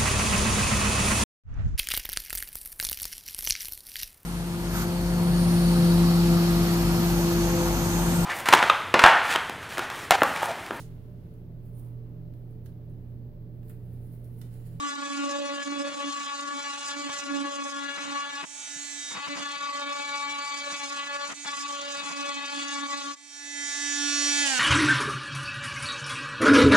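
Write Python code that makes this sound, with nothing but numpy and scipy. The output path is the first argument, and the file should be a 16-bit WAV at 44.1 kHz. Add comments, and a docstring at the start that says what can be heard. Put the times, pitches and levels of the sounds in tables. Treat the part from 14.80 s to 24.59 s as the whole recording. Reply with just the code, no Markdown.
"""In a garage, a corded oscillating multi-tool cuts into the old wooden edge of a boat hull.
The blade forces the wood to vibrate some 285 times a second, so the sound is a harmonic series;
its teeth rasp, and it chatters against the walls as it enters and leaves the slot.
Three times it comes free and only the thin buzz of the drive is left;
at last the tool is brought close and switched off, and its pitch falls as it coasts."""
import sys
import numpy as np
from scipy import signal
from scipy.fft import rfft, irfft, next_fast_len
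from scipy.io import wavfile

SR = 44100
rng = np.random.default_rng(int(sys.argv[2]) if len(sys.argv) > 2 else 0)


def store_wav(level_fs):
    """Save 16-bit WAV to argv[1]."""
    pcm = np.round(np.clip(np.atleast_2d(level_fs), -1, 1) * 32767)
    wavfile.write(sys.argv[1], SR, pcm.T.astype(np.int16))


N = 431738
TIME = np.arange(N) / SR
STEP = 32  # samples per value of a slow curve
IDLE_HZ, SWING_HZ = 287.7, 285.0  # swing rate: unloaded, nominal


def from_db(db):
    return np.exp(np.asarray(db) * np.log(10) / 20)


def rms_one(x):
    return x / np.sqrt(np.mean(x ** 2) + 1e-20)


def in_time(rows):
    """Linear interpolation of each column against t/s."""
    s, *columns = np.transpose(rows)
    return [np.interp(TIME, s, c) for c in columns]


def at_hz(points, hz):
    """Interpolation on a logarithmic frequency axis."""
    frequencies, levels = np.transpose(points)
    return np.interp(np.log(hz + 1e-9), np.log(frequencies), levels)


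def every_sample(slow):
    """Linear interpolation of a slow curve."""
    slow = slow.astype("f")
    return (slow[:-1, None] + np.diff(slow)[:, None] * np.arange(STEP, dtype="f") / STEP).ravel()[:N]


def slow_noise(rate):
    """Gaussian noise, low-passed at rate/Hz; rms 1."""
    pole = np.exp(-2 * np.pi * STEP * rate / SR)
    white = rng.standard_normal(N // STEP + 2002)
    return rms_one(signal.lfilter([1], [1, -2 * pole, pole * pole], white)[2000:])


def drift(rate):
    return every_sample(slow_noise(rate))


def during(spells, fade_s):
    """Trapezoidal gate: 1 within each spell, 0 between."""
    inside_s = [np.minimum(TIME - rows[0][0], rows[-1][0] - TIME) for rows in spells]
    return np.minimum(sum(np.clip(1 + s / fade_s, 0, 1) for s in inside_s), 1)


def spell_gains(spells, fade_s):
    """Gated envelopes, one per level column."""
    return [during(spells, fade_s) * from_db(db) for db in in_time(np.vstack(spells))]


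def bursts(rows):
    """Flat-topped swells from rows (centre t/s, duration/s, level/dB, ...), one curve per level."""
    t = np.arange(N // STEP + 2) * STEP / SR
    s, length, *levels = np.transpose(rows)
    shapes = np.exp(-np.square(np.square(2 * (t - s[:, None]) / length[:, None])) / 2)
    return [every_sample(from_db(db) @ shapes) for db in levels]


def panned(pan, hz):
    """Interaural level difference at constant total power."""
    gains = from_db(at_hz(pan, np.atleast_1d(hz)) * np.array([[.5], [-.5]]))
    return gains / np.sqrt(np.mean(gains ** 2, axis=0))


def coloured(x, spectrum, pan):
    """Linear filtering gives a sound its spectrum and direction; rms 1."""
    size = next_fast_len(N + SR // 10)
    hz = np.arange(size // 2 + 1) * SR / size
    shaped = rfft(x, size) * from_db(at_hz(spectrum, hz)) * panned(pan, hz)
    return rms_one(irfft(shaped, size)[:, :N])


def partial(turns, order, fading, rate, flutter, lag_rad):
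    """Multipath interference makes a harmonic fade at each ear; uneven strokes make it flutter."""
    def phasor(hz):
        return slow_noise(hz) + 1j * slow_noise(hz)
    angle = (2 * np.pi * ((order * turns + rng.random()) % 1)).astype("f")
    cos, sin = np.cos(angle), np.sin(angle)
    shared = 1 + fading * phasor(rate) + flutter * phasor(52)
    ears = [(shared + 0.75 * fading * phasor(rate)) * np.exp(1j * side * lag_rad) for side in (.5, -.5)]
    return rms_one(np.array([every_sample(e.real) * cos + every_sample(e.imag) * sin for e in ears]))


def buzz(turns, orders, pan, fading, rate, flutter, lag_rad):
    """Superposition of partials from rows (harmonic number, level/dB); rms 1."""
    return rms_one(sum((from_db(db) * panned(pan, k * SWING_HZ)).astype("f")
                       * partial(turns, round(k), fading, rate, flutter, lag_rad) for k, db in orders))


def strokes(turns, strength_spread):
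    """Impulse train: one click of random strength per whole turn."""
    whole_turns = np.arange(np.ceil(turns[0]), turns[-1])
    at = np.interp(whole_turns, np.maximum.accumulate(turns), np.arange(N))
    clicks = np.zeros(N)
    clicks[np.round(at).astype(int)] = 1 + strength_spread * rng.standard_normal(len(at))
    return clicks


def garage(x, wet_db, t60_s=0.43):
    """Reverberation: a diffuse field, different at each ear, decays exponentially."""
    t = np.arange(int(.4 * SR)) / SR
    tail = rng.standard_normal((2, len(t))) * from_db(-60 * t / t60_s) * (t > .003)
    tail /= np.sqrt(np.sum(tail ** 2, axis=1, keepdims=True))
    return x + from_db(wet_db) * signal.fftconvolve(np.atleast_2d(x), tail, axes=1)[:, :N]


def thump(s, hz, db, decay_s):
    """A damped oscillation, heard as a soft, dull thump."""
    t = np.maximum(TIME - s, 0)
    return from_db(db) * np.sin(2 * np.pi * hz * t) * np.exp(-t / decay_s)


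# Swing rate under the push of the hand, one list per cut: t/s, f/Hz
LOADED_RATE = [
    [(0.02, 286.0), (0.32, 283.3), (2.07, 284.3), (2.22, 286), (2.32, 284.3), (2.79, 282.0), (2.81, 281.5),
     (3.58, 284.2)],
    [(4.65, 286.8), (4.694, 285), (6.008, 285.4), (6.068, 282.8), (6.45, 285.7)],
    [(6.76, 284.8), (7.094, 284.2), (8.26, 283.7)],
]


def motor(switch_off_s=9.63, coast_hz_per_s=262):
    """Load makes the swing rate sag below idle; switched off, the motor decelerates uniformly."""
    sag_hz = during(CUT_LEVELS, fade_s=0.06) * (IDLE_HZ - in_time(np.vstack(LOADED_RATE))[0])
    return IDLE_HZ - sag_hz - coast_hz_per_s * np.maximum(TIME - switch_off_s, 0), sag_hz


# Blade in the air, one list per spell: t/s, buzz level/dB, sizzle level/dB
FREE_LEVELS = [
    [(3.66, -54, -44.5), (3.83, -45.5, -37.5), (4.33, -43, -38)],
    [(6.55, -55, -41), (6.578, -46, -43), (6.64, -49, -40)],
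    [(8.37, -59, -53.5), (8.57, -48.5, -43.5), (8.73, -44, -40), (8.87, -37.5, -35), (9.578, -29.5, -26.5),
     (9.79, -26.5, -31.5)],
]
# Line spectrum of the unloaded tool, the blade's whine last: harmonic number, level/dB
FREE_HARMONICS = [(1, -1), (2, -21.5), (3, -9.5), (4, -13), (5, -6.5), (6, -1), (7, -2), (8, -3.5), (9, -4),
                  (10, -10.5), (11, -4), (12, -6), (13, -3), (14, -13), (15, -3), (16, -16), (17, -6),
                  (18, -11), (19, -2), (20, 4.5)]
# Spectrum of blade sizzle and fan hiss: f/Hz, level/dB
AIR_SPECTRUM = [(60, -32), (230, -4.5), (400, -17.5), (600, 0), (1000, -7.5), (1900, -0.5), (3000, -2.5),
                (4800, -1), (7000, 5), (8300, -4), (10200, -12), (11500, -27), (15000, -23.5)]
# Response of the housing: f/Hz, level/dB
HOUSING_SPECTRUM = [(100, -31), (520, -8.5), (770, 8), (1050, -10), (1600, -1), (2300, -4), (2850, 2.5),
                    (3600, -3.5), (7000, 3.5), (10200, -9.5), (11500, -28)]
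# Direction of the free tool: f/Hz, left minus right level/dB
FREE_BALANCE = [(280, -7.5), (3500, -1.5), (6500, -6), (9000, -12), (12000, -1)]


def drive(turns, speed_hz):
    """Periodic forcing: the eccentric buzzes and the blade sizzles over the fan's broadband hiss."""
    level, sizzle = spell_gains(FREE_LEVELS, fade_s=.02)
    eccentric = buzz(turns, FREE_HARMONICS[:-1], FREE_BALANCE,
                     fading=0.47, rate=2.33, flutter=0.055, lag_rad=1.054)
    # The whine is beamed: it is heard only once the tool faces the listener.
    facing = TIME > FREE_LEVELS[-1][0][0]
    whine = from_db(-6.0) * facing * buzz(turns, FREE_HARMONICS[-1:], FREE_BALANCE,
                                          fading=0.2, rate=2.2, flutter=0.054, lag_rad=0.55)
    orders = [(k, at_hz(AIR_SPECTRUM, k * SWING_HZ)) for k in range(20, 38)]
    steel = buzz(turns, orders, FREE_BALANCE, fading=0.92, rate=4.3, flutter=0.58, lag_rad=1.4)
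    hiss = from_db(-6.5) * coloured(rng.standard_normal((2, N)), AIR_SPECTRUM, FREE_BALANCE)
    # As the motor coasts, the bearing rattles the housing.
    knocks = strokes(turns + .006 * drift(200), strength_spread=.3)
    rattle = coloured(garage(knocks, wet_db=6.0), HOUSING_SPECTRUM, FREE_BALANCE)
    coasting = np.clip((287 - speed_hz) / 9, 0, 1) * facing
    treble = from_db(-2.5) * (1 - coasting) * steel + from_db(2.5) * coasting * rattle + hiss
    tone = eccentric + (1 - coasting) * whine
    return from_db(2.5 - 5.4 * coasting) * level * tone + sizzle * treble


# Harmonics that sing out: centre t/s, duration/s, harmonic number, level/dB
SINGING_HARMONICS = [(4.35, .3, 13, -46), (5.45, .66, 8, -41.5), (5.52, .66, 3, -44), (5.72, 0.2, 16, -46),
                     (6.33, .12, 6, -42), (7.5, .55, 9, -45), (7.868, .24, 16, -46), (9.0, 0.51, 7, -38),
                     (9.05, 0.41, 6, -39), (9.1, .7, 8, -43)]
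# Direction of the cut: f/Hz, left minus right level/dB
CUT_BALANCE = [(280, -4), (1140, 4), (2300, 4), (4300, -0.5), (6500, -6.5), (9000, -10), (11000, 1)]


def blade_ring(cutting_turns, free_turns):
    """Forced vibration of the blade, in the slot or in the air: single harmonics swell and fade."""
    out = 0
    for s, length, order, db in SINGING_HARMONICS:
        in_wood = s < CUT_LEVELS[-1][-1][0]
        turns, pan = (cutting_turns, CUT_BALANCE) if in_wood else (free_turns, FREE_BALANCE)
        tone = buzz(turns, [(order, 0)], pan, fading=0.14, rate=4.3, flutter=.05, lag_rad=1.0)
        out = out + bursts([(s, length, db)])[0] * tone
    return out


# Hard bounces in the slot: centre t/s, duration/s, level/dB
BOUNCES = [(1.11, 0.08, -47), (2.295, 0.0091, -37), (3.181, 0.014, -36), (3.276, 0.091, -47),
           (3.638, 0.025, -37), (4.317, 0.013, -39), (4.368, 0.063, -39.5), (4.479, 0.019, -36.5),
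           (4.584, 0.057, -40), (5.93, 0.015, -42), (6.515, 0.042, -38), (6.655, 0.013, -38),
           (7.236, 0.044, -44), (7.31, 0.023, -39)]
# Response of the slot: f/Hz, level/dB
SLOT_SPECTRUM = [(30, -36), (100, -8.5), (170, 3), (290, 1), (420, -5.5), (700, -2), (1150, 3),
                 (2000, -1.5), (3000, -5.5), (4200, -15), (7000, -28), (11000, -44)]


def chatter(turns, bite):
    """Impact excitation: the loose blade hits both walls of the slot out of step, amid crumbling wood."""
    light_bounce = from_db(-16.5 + 3.5 * drift(14)) * bite
    hits = sum(wall * strokes(turns + wall / 4 + .22 * drift(150), strength_spread=.7)
               for wall in (1, -1))
    crumbs = rng.standard_normal((2, N))
    excitation = rms_one(garage(hits, wet_db=3.0)) + from_db(-1.5) * rms_one(crumbs)
    return (bursts(BOUNCES)[0] + light_bounce) * coloured(excitation, SLOT_SPECTRUM, CUT_BALANCE)


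# Teeth catching in harder grain: centre t/s, duration/s, level/dB
HARD_GRAIN = [(1.37, 0.18, -45.5), (2.02, 0.21, -44.5), (2.35, .1, -46), (5.88, .52, -48),
              (6.76, 0.15, -47.5), (7.85, 0.26, -45), (8.24, .14, -46)]
# Spectrum of the rasp: f/Hz, level/dB
RASP_SPECTRUM = [(4000, -4.5), (4800, 4.5), (5300, 2), (7200, 6), (8200, -4.5), (9400, -6.5), (10500, -17),
                 (11500, -20.5), (15000, -22.5)]


def teeth(turns, bite):
    """Friction: the teeth catch on every swing, in spurts, and tear fibres as they pass."""
    level = np.hypot(from_db(-48.5), bursts(HARD_GRAIN)[0]) * np.minimum(bite / from_db(-50.0), 1)
    orders = [(k, at_hz(RASP_SPECTRUM, k * SWING_HZ)) for k in range(17, 39)]
    catches = buzz(turns + 0.0016 * drift(60), orders, CUT_BALANCE,
                   fading=0.97, rate=10.4, flutter=0.75, lag_rad=1.46)
    tearing = rng.standard_normal((2, N)) * (1 + .5 * np.cos(2 * np.pi * turns))
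    fibres = coloured(tearing, RASP_SPECTRUM, CUT_BALANCE)
    spurts = from_db(3.0 + 2.3 * drift(17.5) + 1.57 * drift(67))
    return level * rms_one(catches + from_db(-6) * fibres) * spurts


# Jams that shake the whole hull: centre t/s, duration/s, sway level/dB, flex level/dB
BLADE_JAMS = [(0.24, .44, -39.5, -60), (0.62, 0.32, -39, -43), (0.92, 0.17, -38, -49),
              (1.12, 0.2, -41.5, -37.5), (1.27, 0.066, -36.5, -50), (1.72, .16, -42, -50.5),
              (2.23, 0.12, -38.5, -50), (2.55, .2, -31, -50), (2.8, .2, -45.5, -43),
              (3.2, 0.26, -45.5, -54), (4.56, .16, -42.5, -53), (5.12, .4, -48, -46.5),
              (5.85, .07, -54, -45), (6.38, 0.16, -67, -49), (7.05, .3, -69, -49), (7.42, .17, -53, -45),
              (7.89, .84, -44, -76)]


def rocking(sag_hz):
    """Addition of powers: the hull's sway and flex grow with load and leap when the blade jams."""
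    jam_sway, jam_flex = bursts(BLADE_JAMS)
    return np.array([np.hypot(from_db(-57.5 + 1.8 * sag_hz), jam_sway),
                     np.hypot(from_db(-58 + 0.74 * sag_hz), jam_flex)])


# Wood and blade under load, in the first cut and in the later ones: harmonic number, level/dB
FIRST_SPOT_HARMONICS = [(1, -1), (2, -6), (3, -9), (4, 0), (5, -6.5), (6, -6), (7, -11.5), (8, -10.5),
                        (9, -11), (10, -10), (11, -13), (12, -10), (13, -13), (14, -11), (15, -13.5),
                        (16, -16.5)]
SECOND_SPOT_HARMONICS = [(1, -8), (2, -10), (3, -3), (4, 0), (5, -2), (6, -2), (7, -3.5), (8, -3), (9, -4),
                         (10, -5), (11, -6), (12, -3), (13, -3.5), (14, -5.5), (15, -6), (16, -6.5)]


def wood(turns, sag_hz, ring, bite):
    """Forced vibration: the hull sways at harmonic 1 and flexes at 2, the plank rings at 4."""
    pressed = np.minimum(ring / from_db(-48), 1)
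    sway, flex = rocking(sag_hz) * pressed
    swaying = buzz(turns, [(1, 0)], CUT_BALANCE, fading=0.48, rate=6.8, flutter=0.018, lag_rad=1.97)
    # 1.5 sets the direction; the pitch rounds to harmonic 2.
    flexing = buzz(turns, [(1.5, 0)], CUT_BALANCE, fading=0.34, rate=8, flutter=0.097, lag_rad=1.69)
    ringing = buzz(turns, [(4, 0)], CUT_BALANCE, fading=0.29, rate=6.7, flutter=0.11, lag_rad=1.37)
    out = from_db(4.0) * sway * swaying + from_db(4.5) * flex * flexing + from_db(6.0) * ring * ringing
    # The blade's bite supplies the other harmonics.
    moved_on = TIME > CUT_LEVELS[0][-1][0] + .5
    for spot, there in ((FIRST_SPOT_HARMONICS, ~moved_on), (SECOND_SPOT_HARMONICS, moved_on)):
        others = [(k, db) for k, db in spot if k not in (1, 2, 4)]
        biting = buzz(turns, others, CUT_BALANCE, fading=0.96, rate=7.8, flutter=0.53, lag_rad=1.43)
        out += from_db(4.0) * bite * there * biting
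    return out * (1 + 0.17 * drift(38.3))


# Blade in the wood, one list per cut: t/s, plank ring level/dB, blade bite level/dB
CUT_LEVELS = [
    [(0.0, -40.5, -42.5), (1.15, -48.5, -43.5), (1.31, -42, -41), (1.7, -41.5, -44), (1.99, -46.5, -41),
     (2.89, -43, -44), (3.1, -51, -41.5), (3.44, -39, -40), (3.62, -48, -41)],
    [(4.37, -44, -39.5), (4.4, -44.5, -40.5), (5.6, -42.5, -41.5), (6.09, -45.5, -41), (6.34, -40.5, -42.5),
     (6.5, -46.5, -43.5)],
    [(6.67, -52, -39), (6.714, -43, -42.5), (7.69, -45, -39.5), (8.306, -42.5, -42.5), (8.32, -45, -42.5)],
]


def scene():
    """Superposition: one motor sets the phase of the cuts and of the bare buzz between them."""
    speed_hz, sag_hz = motor()
    turns = np.cumsum(speed_hz) / SR
    ring, bite = spell_gains(CUT_LEVELS, fade_s=0.038)
    # The more the blade bounces, the weaker and less even its regular strokes.
    slip = np.minimum(bursts(BOUNCES)[0] / from_db(-41.0), 1)
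    cutting_turns = turns + (0.0026 + 0.015 * slip) * drift(60) + .014 * drift(9.1)
    hull = wood(cutting_turns, sag_hz, ring, bite) * from_db(-4 * slip)
    cut = garage(hull + teeth(cutting_turns, bite) + chatter(turns, bite), wet_db=-18.5)
    free_turns = turns + .001 * drift(46)
    tool = drive(free_turns, speed_hz) + blade_ring(cutting_turns, free_turns)
    return cut + tool + thump(s=3.961, hz=167, db=-48, decay_s=0.0098)


def record(dry):
    """Band limiting: the deep bass rolls off gently and the top is cut steeply."""
    thin = signal.sosfilt(signal.butter(1, 55, "high", fs=SR, output="sos"), dry)
    return signal.sosfilt(signal.ellip(10, .1, 80, 15000, fs=SR, output="sos"), thin)


dry = scene()
out = record(dry)
store_wav(out)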